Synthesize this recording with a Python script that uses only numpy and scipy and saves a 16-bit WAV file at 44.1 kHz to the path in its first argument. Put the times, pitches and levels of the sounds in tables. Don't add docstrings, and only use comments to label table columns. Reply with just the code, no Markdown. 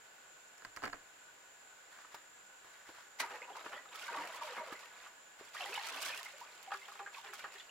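import sys
import numpy as np
from scipy import signal
from scipy.fft import rfft, irfft, next_fast_len
from scipy.io import wavfile
from scipy.ndimage import uniform_filter1d

SR = 44100
rng = np.random.default_rng(int(sys.argv[2]) if len(sys.argv) > 2 else 0)


def put_to_file(sound):
    columns = np.atleast_2d(sound).T
    safe = np.clip(columns, -1, 1)
    whole_steps = np.round(safe * 32767)
    wavfile.write(sys.argv[1], SR, whole_steps.astype(np.int16))


N = 339570
T = np.arange(N) / SR


def from_db(db):
    return 10 ** (np.asarray(db) / 20)


def rms_one(x):
    return x / np.sqrt(np.mean(x ** 2) + 1e-20)


def at_hz(points, hz):
    point_hz, value = np.transpose(points)
    return np.interp(np.log(np.maximum(hz, 1)), np.log(point_hz), value)


def band(x, low_hz, high_hz):
    edges_hz = [low_hz, min(high_hz, SR / 2 - 1000)]
    return signal.sosfilt(signal.butter(2, edges_hz, "band", fs=SR, output="sos"), x + 1e-18)


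# [pitch_hz, likeness_0_to_1]
NEAR_LIKENESS = [(60, 0.8), (300, 1), (700, 0.95), (1400, 0.82), (3000, 0.53), (6800, 0.1), (15000, 0)]
FAR_LIKENESS = [(60, 0.77), (300, 0.23), (1400, 0.32), (3000, 0), (7000, 0.11), (15000, 0)]


def noise(colour, likeness, size=N):
    n = next_fast_len(size)
    hz = np.arange(n // 2 + 1) * SR / n
    mid, side = rfft(rng.standard_normal((2, n)))
    alike = np.clip(at_hz(likeness, hz), -1, 1)
    pair = np.sqrt(1 + alike) * mid + np.sqrt(1 - alike) * side * [[1], [-1]]
    return rms_one(irfft(pair * from_db(at_hz(colour, hz)), n)[:, :size])


def flutter(per_s):
    knots = rng.standard_normal(4000)
    return rms_one(np.interp(T * per_s, np.arange(len(knots)), knots))


def add(out, s, sound):
    i = max(int(s * SR), 0)
    room = out[..., i:i + sound.shape[-1]]
    room += sound[..., :room.shape[-1]]


def bursts(rows):
    out = np.zeros(N)
    for s, db, decay in rows:
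        add(out, s, from_db(db) * np.exp(-T[:SR // 5] / max(decay, .0005)))
    return out


def swells(rows, swell_share, end_s):
    power, t = np.zeros(N), T[:SR]
    for s, length, db in rows:
        attack = np.minimum(t / (swell_share * length), 1)
        release = np.exp(-np.maximum(t - length, 0) / end_s)
        add(power, s, (from_db(db) * attack * release) ** 2)
    return np.sqrt(power)


def patter(per_s, spread_db, decay_s, mist):
    size_db = abs(spread_db) * np.minimum(rng.exponential(1, N), 3)
    hits = (rng.random(N) < per_s / SR) * from_db(size_db)
    ticks = signal.lfilter([1], [1, -np.exp(-1 / (decay_s * SR))], hits + 1e-18)
    return rms_one(mist + rms_one(ticks))


def ring(force, hz, t60):
    r, w = from_db(-60 / (t60 * SR)), 2 * np.pi * hz / SR
    return signal.lfilter([0, np.sin(w)], [1, -2 * r * np.cos(w), r * r], force + 1e-18)


def shaken(modes, push):
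    force = noise([(100, 0), (15000, 0)], NEAR_LIKENESS) * push
    body = sum((-1) ** k * from_db(db) * ring(force, hz, t60) for k, (hz, db, t60) in enumerate(modes))
    return rms_one(body) * np.std(force)


def bubble(hz, t60, rise, lag=0, onset_cycles=1.0):
    t = np.arange(int(t60 * SR) + 20) / SR
    t = np.maximum(t + np.array([[lag], [-lag]]) / 2, 0)
    swell = 1 - np.exp(-t * hz / onset_cycles)
    fade = np.exp(-np.log(1000) * t / t60)
    return swell * fade * np.sin(2 * np.pi * hz * t * (1 + np.log(2) * rise * t / 2))


# [pitch_hz, level_db per Hz]
AIR_COLOUR = [(20, -30), (60, -28.5), (120, -27), (250, -22.5), (500, -15), (800, -13.5), (1250, -14),
              (2000, -15), (2800, -18), (4000, -21.5), (5600, -26), (9000, -29.5), (15500, -34.5)]
# [pitch_hz, width_hz, level_db]
INSECTS = [(1459, 12, -76), (1492, 60, -68.5), (1688, 22, -72.5), (2750, 200, -76.5), (7118, 81, -69.5),
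           (7317, 270, -68), (6920, 550, -70.5), (13690, 41, -87)]


def woodland(air_db=-61.5, waver_db=1.25):
    out = from_db(air_db) * noise(AIR_COLOUR, FAR_LIKENESS)
    for hz, width, db in INSECTS:
        t60 = np.log(1000) / (np.pi * width)
        chorus = ring(noise([(100, 0), (15000, 0)], FAR_LIKENESS), hz, t60)
        chorus = rms_one(band(chorus, hz - 2 * width, hz + 2 * width))
        out += from_db(db + waver_db * flutter(17)) * chorus
    return out


# [start_s, length_s, level_db]
SHIFTS = [(0.595, 0.027, -79), (1.91, 0.1, -63), (2.115, 0.022, -59), (2.63, 0.15, -64), (2.85, 0.16, -61)]
SHIFT_SWELL_SHARE, SHIFT_END_S, RUSTLE_DB = 0.093, 0.07, -5


def shuffle():
    grain = rms_one(from_db(2.3 * flutter(220)))
    scuff = noise([(80, -14), (300, -22), (900, 8.5), (1700, 14.0), (3000, -1.5), (6000, -21)], NEAR_LIKENESS)
    rustle = noise([(1500, -37), (3200, 3.0), (6000, -2), (15000, -12)], NEAR_LIKENESS)
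    level = swells(SHIFTS, SHIFT_SWELL_SHARE, SHIFT_END_S)
    return grain * level * (scuff + from_db(RUSTLE_DB) * rustle)


# [start_s, level_db, thud_db against the level]
STEPS = [(1.986, -51.5, -33), (2.048, -54, -16), (2.145, -42, -21), (2.645, -58, -6), (2.671, -54, -26),
         (2.891, -52.5, -6.5), (2.985, -49.5, -24)]
STEP_S, STEP_THUD_S = 0.0075, 0.016


def steps():
    pat = noise([(200, -40), (500, -6.5), (900, 4), (1400, 1), (2500, -12), (6000, -19), (15000, -37)],
                NEAR_LIKENESS)
    thud = noise([(50, -28), (110, -10), (220, -20), (340, 0), (600, -1), (1500, -40), (15000, -60)],
                 NEAR_LIKENESS)
    pats = pat * bursts([(s, db, STEP_S) for s, db, _ in STEPS])
    thuds = thud * bursts([(s, db + thud_db, STEP_THUD_S) for s, db, thud_db in STEPS])
    return pats + thuds


# [pitch_hz, level_db per Hz]
RUMBLE_COLOUR = [(10, -2), (35, -1), (60, -7), (110, -3), (160, -11), (400, -22), (1500, -48), (15000, -80)]
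SHAKE_DB, SHAKE_S = -43, 0.051


def rumble():
    shakes = [(s, .005, db + SHAKE_DB) for s, db, _, _ in TAPS]
    return swells(shakes, 0.91, SHAKE_S) * noise(RUMBLE_COLOUR, FAR_LIKENESS)


# [start_s, level_db, click_db against the level, favoured_pitch_hz]
TAPS = [(0.580, -55, 1.5, 2000), (0.621, -37, -30, 1350), (0.649, -28, -22, 1510),
        (0.651, -31.5, -37, 1310), (0.763, -42, -0.5, 1950), (0.7713, -25.5, -31, 1310),
        (0.821, -28, -31, 900), (0.829, -34, -18, 1700), (0.8363, -19.5, -29, 1100),
        (0.841, -30, -34, 1200), (0.844, -29, -28, 1650), (0.854, -24.5, -20, 1600), (0.86, -29, -36, 1500),
        (0.872, -33, -25, 1550), (0.878, -32, -21, 750), (0.898, -35.5, -21, 1500),
        (0.9289, -28, -26, 1640), (0.9318, -25, -38, 1300)]
# [pitch_hz, level_db, t60_s]
TAP_MODES = [(103, -15, 0.086), (286, -13.5, 0.23), (703, -18.5, 0.14), (1040, -7.5, 0.026),
             (1290, -8.5, 0.03), (1617, -5, 0.021), (2000, -13, 0.018), (2860, -11, 0.016),
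             (4560, 1, 0.014), (5470, -14, 0.013)]
TAP_FOCUS_DB = 8


def taps(click_s=0.0049, rattle_db=-22, rattle_s=.014, lag_s=.00008):
    out = np.zeros((2, N))
    strengths_db = rng.normal(0, 0.96, (len(TAPS), len(TAP_MODES)))
    for (s, db, _, favoured_hz), strength_db in zip(TAPS, strengths_db):
        for k, (hz, mode_db, t60) in enumerate(TAP_MODES):
            focus_db = -TAP_FOCUS_DB * abs(np.log2(hz / favoured_hz))
            gain = (-1) ** k * from_db(db + mode_db + focus_db + strength_db[k] - 5.0)
            add(out, s, gain * bubble(hz, t60, 0, -lag_s, onset_cycles=0.81))
    click = noise([(300, -18), (2000, 13.5), (3700, -6), (4800, 5.0), (6300, 0.5), (15000, -10)],
                  NEAR_LIKENESS)
    rattle = noise([(30, -22), (300, 2.0), (1100, 1.0), (1800, 4), (3200, -14.5), (15000, -45)],
                   FAR_LIKENESS)
    rattle *= patter(per_s=370, spread_db=9, decay_s=0.0027, mist=0.71)
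    out += click * bursts([(s, db + click_db, click_s) for s, db, click_db, _ in TAPS])
    out += rattle * bursts([(s, db + rattle_db, rattle_s) for s, db, _, _ in TAPS])
    return out * from_db([[-1], [1]])


# [start_s, level_db, decay_s]
SPATTERS = [(2.147, -50, .0058), (3.729, -62, .012), (3.958, -47.5, 0.005), (4.274, -47.5, 0.0045),
            (4.345, -47, 0.0037), (4.727, -52, 0.011), (5.557, -59, 0.0039), (5.887, -44, 0.0036),
            (5.962, -43, 0.0029), (6.018, -45, 0.0024), (6.087, -41, .003), (6.175, -42.5, .006),
            (6.196, -48, .004), (6.23, -39, 0.0021), (6.249, -45, 0.0022), (6.382, -53.5, .005),
            (6.405, -50, .003), (6.628, -50.5, 0.0059), (6.772, -53, .005), (6.858, -55, 0.0035),
            (6.882, -56, 0.0035), (7.131, -59, .004), (7.146, -60, 0.0045), (7.335, -48, .005),
            (7.353, -54, 0.0039), (7.394, -51, 0.0046), (7.412, -63, 0.0032), (7.441, -59, .005)]


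def spatter():
    tick = noise([(500, -27), (2000, 17.0), (5000, 17.5), (10000, 10.5), (15000, 10)], FAR_LIKENESS)
    return tick * bursts(SPATTERS) * from_db([[-1.5], [1.5]])


# [start_s, level_db, contact_length_s, thud_db against the level]
BUMPS = [(3.198, -37.5, 0.024, -4), (3.306, -37.5, 0.0033, -2), (3.42, -62, 0.0062, 2),
         (3.552, -51, 0.0067, -3), (3.659, -45.5, 0.014, -5), (3.728, -41, 0.0087, -27),
         (3.854, -46.5, 0.0037, -9), (4.129, -47, 0.022, -4.5), (4.564, -46, 0.01, -11),
         (4.723, -40.5, 0.0051, -7), (5.061, -51, 0.01, -27), (5.394, -51, 0.0062, 2),
         (5.5535, -42, 0.0044, -22), (5.626, -49.5, 0.0076, -22), (6.06, -49, 0.016, 3),
         (6.704, -43.5, 0.0059, -26), (6.716, -36.5, 0.01, -18), (6.738, -37, 0.0042, -19),
         (6.742, -36, 0.0026, -24), (6.881, -46, 0.01, -22), (6.915, -54, 0.0026, -26),
         (6.953, -41.5, 0.0027, -28), (6.992, -41, 0.0074, -24), (7.068, -44.5, 0.012, -26),
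         (7.33, -42, 0.0039, -20), (7.44, -41, 0.014, -28)]
# [pitch_hz, level_db, t60_s]
BUCKET_MODES = [(392, -16.5, 0.2), (603, -3, 0.013), (822, -5, 0.077), (1044, -2, 0.019),
                (1170, 0.5, 0.034), (1274, -1, 0.055), (1423, 0, 0.029), (1667, 0.5, 0.029),
                (1890, -4.5, 0.025), (2560, 1, 0.0067), (3300, -15.5, 0.033)]
# [pitch_hz, level_db, t60_s]
THUD_MODES = [(98, -17, 0.56), (121, -22, 0.2), (181, -15, 0.13), (275, -0.5, 0.12), (410, -16, 0.066)]


def bucket(crack_db=-11):
    push = bursts([(s, db, length) for s, db, length, _ in BUMPS])
    shove = bursts([(s, db + thud_db, length) for s, db, length, thud_db in BUMPS])
    crack = push * noise([(100, -32), (400, -19.0), (1200, 22.0), (3000, 7), (6000, 3.0), (15000, -21)],
                         NEAR_LIKENESS)
    wall = band(shaken(BUCKET_MODES, push), 480, 5800)
    thud = from_db(-18.0) * shaken(THUD_MODES, shove)
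    return wall + thud + from_db(crack_db) * crack


# [start_s, length_s, level_db]
SMACKS = [(3.184, 0.019, -41), (3.197, 0.0067, -30.5)]
# [pitch_hz, level_db per Hz]
SLAP_COLOUR = [(88, -66), (150, -61), (656, -17), (796, -1.5), (1240, -9), (1370, -11), (1510, -6),
               (1660, -12), (2020, 3), (2700, -9.5), (6470, -10.5), (8010, -18), (9540, -14.5),
               (15500, -25)]
SMACK_SWELL_SHARE, SMACK_END_S = 0.97, 0.0098


def slap():
    return swells(SMACKS, SMACK_SWELL_SHARE, SMACK_END_S) * noise(SLAP_COLOUR, NEAR_LIKENESS)


# [start_s, length_s, start_pitch_hz, end_pitch_hz, level_db]
GURGLES = [(3.309, 0.069, 521, 493, -60), (3.728, 0.037, 2850, 3300, -60.5),
           (4.427, 0.098, 693, 501, -52.5), (4.62, 0.11, 627, 491, -61), (5.599, 0.062, 731, 475, -56.5),
           (5.685, 0.0607, 352, 510, -53.5), (5.887, 0.093, 305, 282, -70.5), (7.244, 0.073, 438, 395, -62)]
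GURGLE_WIDTH_SHARE = 0.056
GURGLE_SWELL_SHARE, GURGLE_END_S = 0.22, 0.013


def gurgles():
    out, t = np.zeros(N), T[:SR // 4]
    for s, length, start_hz, end_hz, db in GURGLES:
        hz = start_hz * (end_hz / start_hz) ** np.minimum(t / length, 1)
        phase = 2 * np.pi * np.cumsum(hz) / SR
        smooth = signal.butter(2, GURGLE_WIDTH_SHARE * start_hz, fs=SR, output="sos")
        a, b = signal.sosfilt(smooth, rng.standard_normal((2, SR)))[:, -len(t):]
        envelope = swells([(0, length, db)], GURGLE_SWELL_SHARE, GURGLE_END_S)[:len(t)]
        add(out, s, envelope * rms_one(a * np.cos(phase) + b * np.sin(phase)))
    return out


# [start_s, pitch_hz, level_db]
PLOPS = [(2.891, 316, -39), (3.419, 2070, -32.5), (3.555, 970, -38), (3.662, 286, -33),
         (3.889, 3600, -47.5), (4.139, 1530, -34), (4.150, 960, -26), (4.724, 303, -27.5),
         (5.410, 395, -32.5), (5.549, 1180, -32.5), (5.641, 3120, -32), (5.761, 2970, -34),
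         (5.776, 910, -28.5), (6.178, 3300, -38.5), (6.193, 1830, -35), (6.771, 3370, -49),
         (6.854, 3120, -42.5), (6.92, 1120, -37), (7, 1360, -36), (7.066, 1640, -33), (7.070, 1460, -43),
         (7.335, 1380, -39), (7.694, 2750, -43)]
PLOP_T60_S, PLOP_RISE_OCTAVES_PER_S = 0.017, 14


def plops():
    out = np.zeros((2, N))
    for s, hz, db in PLOPS:
        add(out, s, from_db(db) * bubble(hz, PLOP_T60_S, PLOP_RISE_OCTAVES_PER_S, onset_cycles=1.4))
    return out


# [start_s, pitch_hz, level_db, rise_octaves_per_s]
GLUGS = [(3.225, 1410, -45, -2), (3.234, 947, -34.5, -4), (3.268, 1190, -41, 4), (3.336, 847, -43, 1),
         (3.349, 1940, -41, -5.5), (3.426, 2470, -42.5, 6), (3.426, 970, -43, -2), (3.478, 944, -40.5, 4.5),
         (3.50, 723, -41, 12), (3.532, 3230, -49, 7), (3.555, 883, -39.5, 2), (3.567, 980, -38, 5.5),
         (3.594, 3730, -49, 8), (3.729, 3030, -46, 10), (3.777, 1890, -41.5, 6), (3.949, 1260, -41, 4),
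         (4.032, 1470, -40, 3), (4.08, 1485, -32.5, 12), (4.082, 1160, -39, -1.5),
         (4.086, 983, -36.5, -4.5), (4.119, 406, -44, 12), (4.143, 926, -35, 0.5), (4.146, 1150, -40, 1),
         (4.15, 171, -64.5, -0.5), (4.214, 172, -62.5, 1.5), (4.171, 1190, -31, -7), (4.175, 294, -44, 1),
         (4.203, 890, -35, 4), (4.24, 730, -41.5, -2), (4.341, 1040, -44, 6), (4.411, 1156, -36, -0.5),
         (4.417, 940, -32, -1), (4.472, 940, -41, 0), (4.575, 2144, -37.5, -1), (4.60, 963, -35, -1),
         (4.608, 603, -38.5, 4.5), (4.753, 1960, -42, 7), (4.836, 1800, -49, 7), (5.06, 1130, -46, 6),
         (5.562, 1720, -42, -7), (5.566, 1880, -35.5, -3), (5.604, 762, -35, -5), (5.605, 1080, -38, 2),
         (5.607, 2700, -36.5, -3), (5.608, 3050, -34.5, 1), (5.654, 783, -37.5, 2.5),
         (5.66, 1966, -37.5, 1.5), (5.729, 2560, -34, 1.5), (5.752, 3670, -36.5, 3),
         (5.754, 2925, -34, 3.5), (5.777, 1660, -37, 4), (5.777, 870, -33.5, -7), (5.856, 2130, -45, -2),
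         (5.966, 1484, -37, 2.5), (5.973, 2582, -39, 2), (6.051, 1486, -37, 3), (6.091, 1810, -34.5, -3.5),
         (6.125, 2400, -34.5, 9), (6.142, 1473, -38, 3), (6.206, 953, -42.5, 13.5),
         (6.258, 2010, -37.5, 10), (6.335, 544, -47.5, 7.5), (6.412, 874, -37.5, 20),
         (6.676, 784, -40.5, -0.5), (6.716, 769, -37, 5), (6.817, 2064, -45, 3), (7.002, 383, -49, 1.5),
         (7.006, 836, -40.5, -2.5), (7.061, 1570, -36.5, 0), (7.144, 2580, -40, -6),
         (7.168, 1062, -41.5, 8), (7.182, 907, -42.5, 1.5), (7.291, 1990, -48, -1), (7.335, 1345, -43, -8),
         (7.392, 1354, -43, 13), (7.405, 2320, -45, 3), (7.546, 383, -54.5, 5), (7.557, 1840, -42.5, -1),
         (7.6, 1900, -47, 2.5), (7.598, 3510, -40, -2)]
GLUG_T60_S, GLUG_SHORTENS = 0.066, 0.73
WALL_ECHO_DB, WALL_NEAR_S, WALL_FAR_S = -8, .004, .013


def glugs(sister_db=-11, scatter_octaves=0.306, scatter_s=0.027, fizz_db=-17, fizz_s=0.0031):
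    fizz = bursts([(s, db + fizz_db, fizz_s) for s, _, db, _ in GLUGS])
    out = noise(WATER_COLOUR, NEAR_LIKENESS) * fizz
    for (s, hz, db, rise), draws in zip(GLUGS, rng.random((len(GLUGS), 3, 4))):
        t60 = GLUG_T60_S / (hz / 1000) ** GLUG_SHORTENS
        glug = from_db(db) * bubble(hz, t60, rise, onset_cycles=3.0)
        add(out, s, glug)
        for when, pitch, place, wall in draws:
            sister_hz = hz * 2 ** (scatter_octaves * (2 * pitch - .5))
            sister = bubble(sister_hz, t60 / 2, rise, 0.000098 * (place - .5))
            add(out, s + scatter_s * when, from_db(db + sister_db) * sister)
            delay_s = WALL_NEAR_S + (WALL_FAR_S - WALL_NEAR_S) * wall
            left_right = np.sqrt([[place], [1 - place]])
            add(out, s + delay_s, from_db(WALL_ECHO_DB) * glug * left_right)
    return out


# [pitch_hz, level_db per Hz]
WATER_COLOUR = [(59, -63), (100, -88), (253, -28), (293, -41), (347, -18.5), (386, -21), (487, -9.5),
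                (956, -1), (1340, 0.5), (1550, 0.5), (2690, 0.5), (4860, -6.5), (7410, -17.5),
                (15500, -26.5)]


def bubble_cloud(low_hz, high_hz, count, cycles, wash, spread_db, climb=0.075, lag_s=0.00011):
    out = np.zeros((2, N))
    start = SLOSHES[0][0] - .05
    for when, pitch, size, life, place in rng.random((count, 5)):
        hz = low_hz * (high_hz / low_hz) ** pitch
        t60 = cycles / hz * 2 ** (2 * life - 1)
        level_db = at_hz(WATER_COLOUR, hz) + spread_db * size ** 2
        sound = from_db(level_db) * bubble(hz, t60, climb / t60, lag_s * (2 * place - 1))
        add(out, start + when * (T[-1] - start), sound)
    grains = patter(per_s=450, spread_db=7, decay_s=0.002, mist=0.6)
    turbulence = band(noise(WATER_COLOUR, NEAR_LIKENESS) * grains, low_hz, high_hz)
    out = rms_one(out) + wash * rms_one(turbulence)
    power = uniform_filter1d(np.mean(out ** 2, axis=0), size=1300)
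    power = uniform_filter1d(power, size=1300)
    return out / np.sqrt(np.maximum(power, 1e-6))


SWELL_SHARE, SETTLE_S, RIPPLE_DB, RIPPLE_S = 0.31, 0.033, -11, 0.21


def churn(rows):
    sloshes = swells(rows, SWELL_SHARE, SETTLE_S)
    ripples = from_db(RIPPLE_DB) * swells(rows, SWELL_SHARE, RIPPLE_S)
    return np.hypot(sloshes, ripples)


# [start_s, length_s, level_db,
# depth_db: gulps against the level, splash_db: droplets against the level]
SLOSHES = [(3.214, 0.025, -47.5, -10.5, -10), (3.276, 0.088, -51.5, -7, -10),
           (3.414, 0.011, -57.5, 0.5, -7), (3.474, 0.041, -62.5, 6.5, -5), (3.535, 0.074, -53.5, -9, -7.5),
           (3.633, 0.041, -56, 1.5, -1), (3.704, 0.063, -51.5, -6, -11.5), (3.909, 0.05, -55, -10, -1.5),
           (3.96, 0.11, -53.5, -13, 0.5), (4.076, 0.17, -47, -7, -8.5), (4.23, 0.17, -51.5, -8.5, -7.5),
           (4.408, 0.04, -52.5, -7, -0.5), (4.446, 0.11, -50.5, -22, -4.5), (4.558, 0.04, -48, -3.5, -23),
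           (4.617, 0.12, -53.5, -4, -6), (4.777, 0.081, -59, -20, -2), (4.901, 0.13, -60.5, -16, -4.5),
           (5.023, 0.035, -57.5, -27, -5.5), (5.383, 0.037, -61, -2, -1.5), (5.437, 0.054, -64, -20, 0.5),
           (5.529, 0.056, -55.5, -30, 2), (5.579, 0.075, -50.5, -13, -1.5), (5.67, 0.061, -50, -9, -5),
           (5.717, 0.093, -50, -28, 0.5), (5.816, 0.08, -48.5, -16, -0.5), (5.897, 0.1, -48.5, -9.5, -2.5),
           (5.996, 0.11, -48, -9.5, 0.5), (6.133, 0.019, -51, -8.5, -2.5), (6.176, 0.014, -53.5, -22, -0.5),
           (6.248, 0.02, -54, -25, 0), (6.3, 0.39, -62.5, -7.5, -2), (6.714, .035, -59, -19, 2),
           (6.754, 0.23, -64, -10, 1), (6.995, 0.011, -54, -7, -10), (7.125, 0.029, -57, -19, 0),
           (7.169, 0.02, -64.5, -22, 7), (7.23, 0.046, -51.5, -23, -8), (7.323, 0.03, -58, -17, 1),
           (7.378, 0.038, -58, -8, 1.5), (7.426, 0.037, -54, -6.5, -10), (7.505, 0.062, -59, -29, -1.5),
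           (7.581, 0.012, -75, -41, 17.5)]
# [start_s, length_s, level_db]
STREAMS = [(5.93, 0.13, -49.5), (7.32, 0.037, -63)]
STREAM_SWELL_SHARE, STREAM_END_S = 0.62, 0.065
GULPS_DB, BUBBLES_DB = -1, -1.5
SPRAY_DB = -5


def water():
    gulps = churn([(s, length, db + depth_db) for s, length, db, depth_db, _ in SLOSHES])
    bubbles = churn([(s, length, db) for s, length, db, _, _ in SLOSHES])
    droplets = churn([(s, length, db + splash_db) for s, length, db, _, splash_db in SLOSHES])
    streams = swells(STREAMS, STREAM_SWELL_SHARE, STREAM_END_S)
    spray = np.hypot(from_db(SPRAY_DB) * droplets, streams)
    big = bubble_cloud(203, 652.0, count=600, cycles=27, wash=1.0, spread_db=6.0)
    small = bubble_cloud(617.5, 2233, count=2600, cycles=26.6, wash=1.0, spread_db=9.5)
    tinkle = bubble_cloud(2122, 6090, count=2400, cycles=38, wash=0.9, spread_db=13)
    hiss = rms_one(band(noise(WATER_COLOUR, NEAR_LIKENESS), 6400, 15400))
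    hiss = hiss * patter(per_s=300, spread_db=5.5, decay_s=0.0045, mist=0.3)
    out = from_db(GULPS_DB) * gulps * big + from_db(BUBBLES_DB) * bubbles * small
    out += droplets * tinkle * from_db([[-.9], [.9]])
    return out + spray * hiss * from_db([[-1.6], [1.6]])


# [pitch_hz, width_hz, level_db against the water]
HOLLOW_MODES = [(560, 27, -20), (970, 57, 3.5), (1210, 55, 2), (1470, 33, -12), (2080, 68, -13.5)]
# [time_s, share_0_to_1]
SUNK = [(4.9, 0.5), (5.5, 0.12)]


def hollow(x):
    sunk = np.clip(np.interp(T, *np.transpose(SUNK)), 0, 1)
    out = x
    for hz, width, db in HOLLOW_MODES:
        b, a = signal.iirpeak(hz, hz / width, fs=SR)
        out = out + from_db(db) * signal.lfilter(b, a, x * sunk + 1e-18)
    return out


def pit(x, t60=0.16, wet_db=-9, gap_s=0.0033):
    t = T[:SR // 4]
    echoes = noise([(100, 0.0), (400, 0.0), (2000, 11.5), (6000, 8.0), (15000, -1.5)],
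                   FAR_LIKENESS, size=len(t))
    echoes = echoes * np.exp(-np.log(1000) * t / t60) * np.clip(t / gap_s - 1, 0, 1)
    echoes = echoes / np.sqrt(np.sum(echoes ** 2))
    return x + from_db(wet_db) * signal.fftconvolve(x.mean(axis=0)[None], echoes, axes=1)[:, :N]


def scene():
    body = shuffle() + steps()
    splashes = spatter() + slap() + bucket()
    pockets = gurgles() + plops() + glugs()
    below = body + splashes + pockets + hollow(water())
    dry = woodland() + rumble() + taps() + pit(below)
    return dry * from_db([[-.25], [.25]])


def record(dry):
    return signal.sosfilt(signal.ellip(10, .1, 70, 15800, fs=SR, output="sos"), dry)


dry = scene()
out = record(dry)
put_to_file(out)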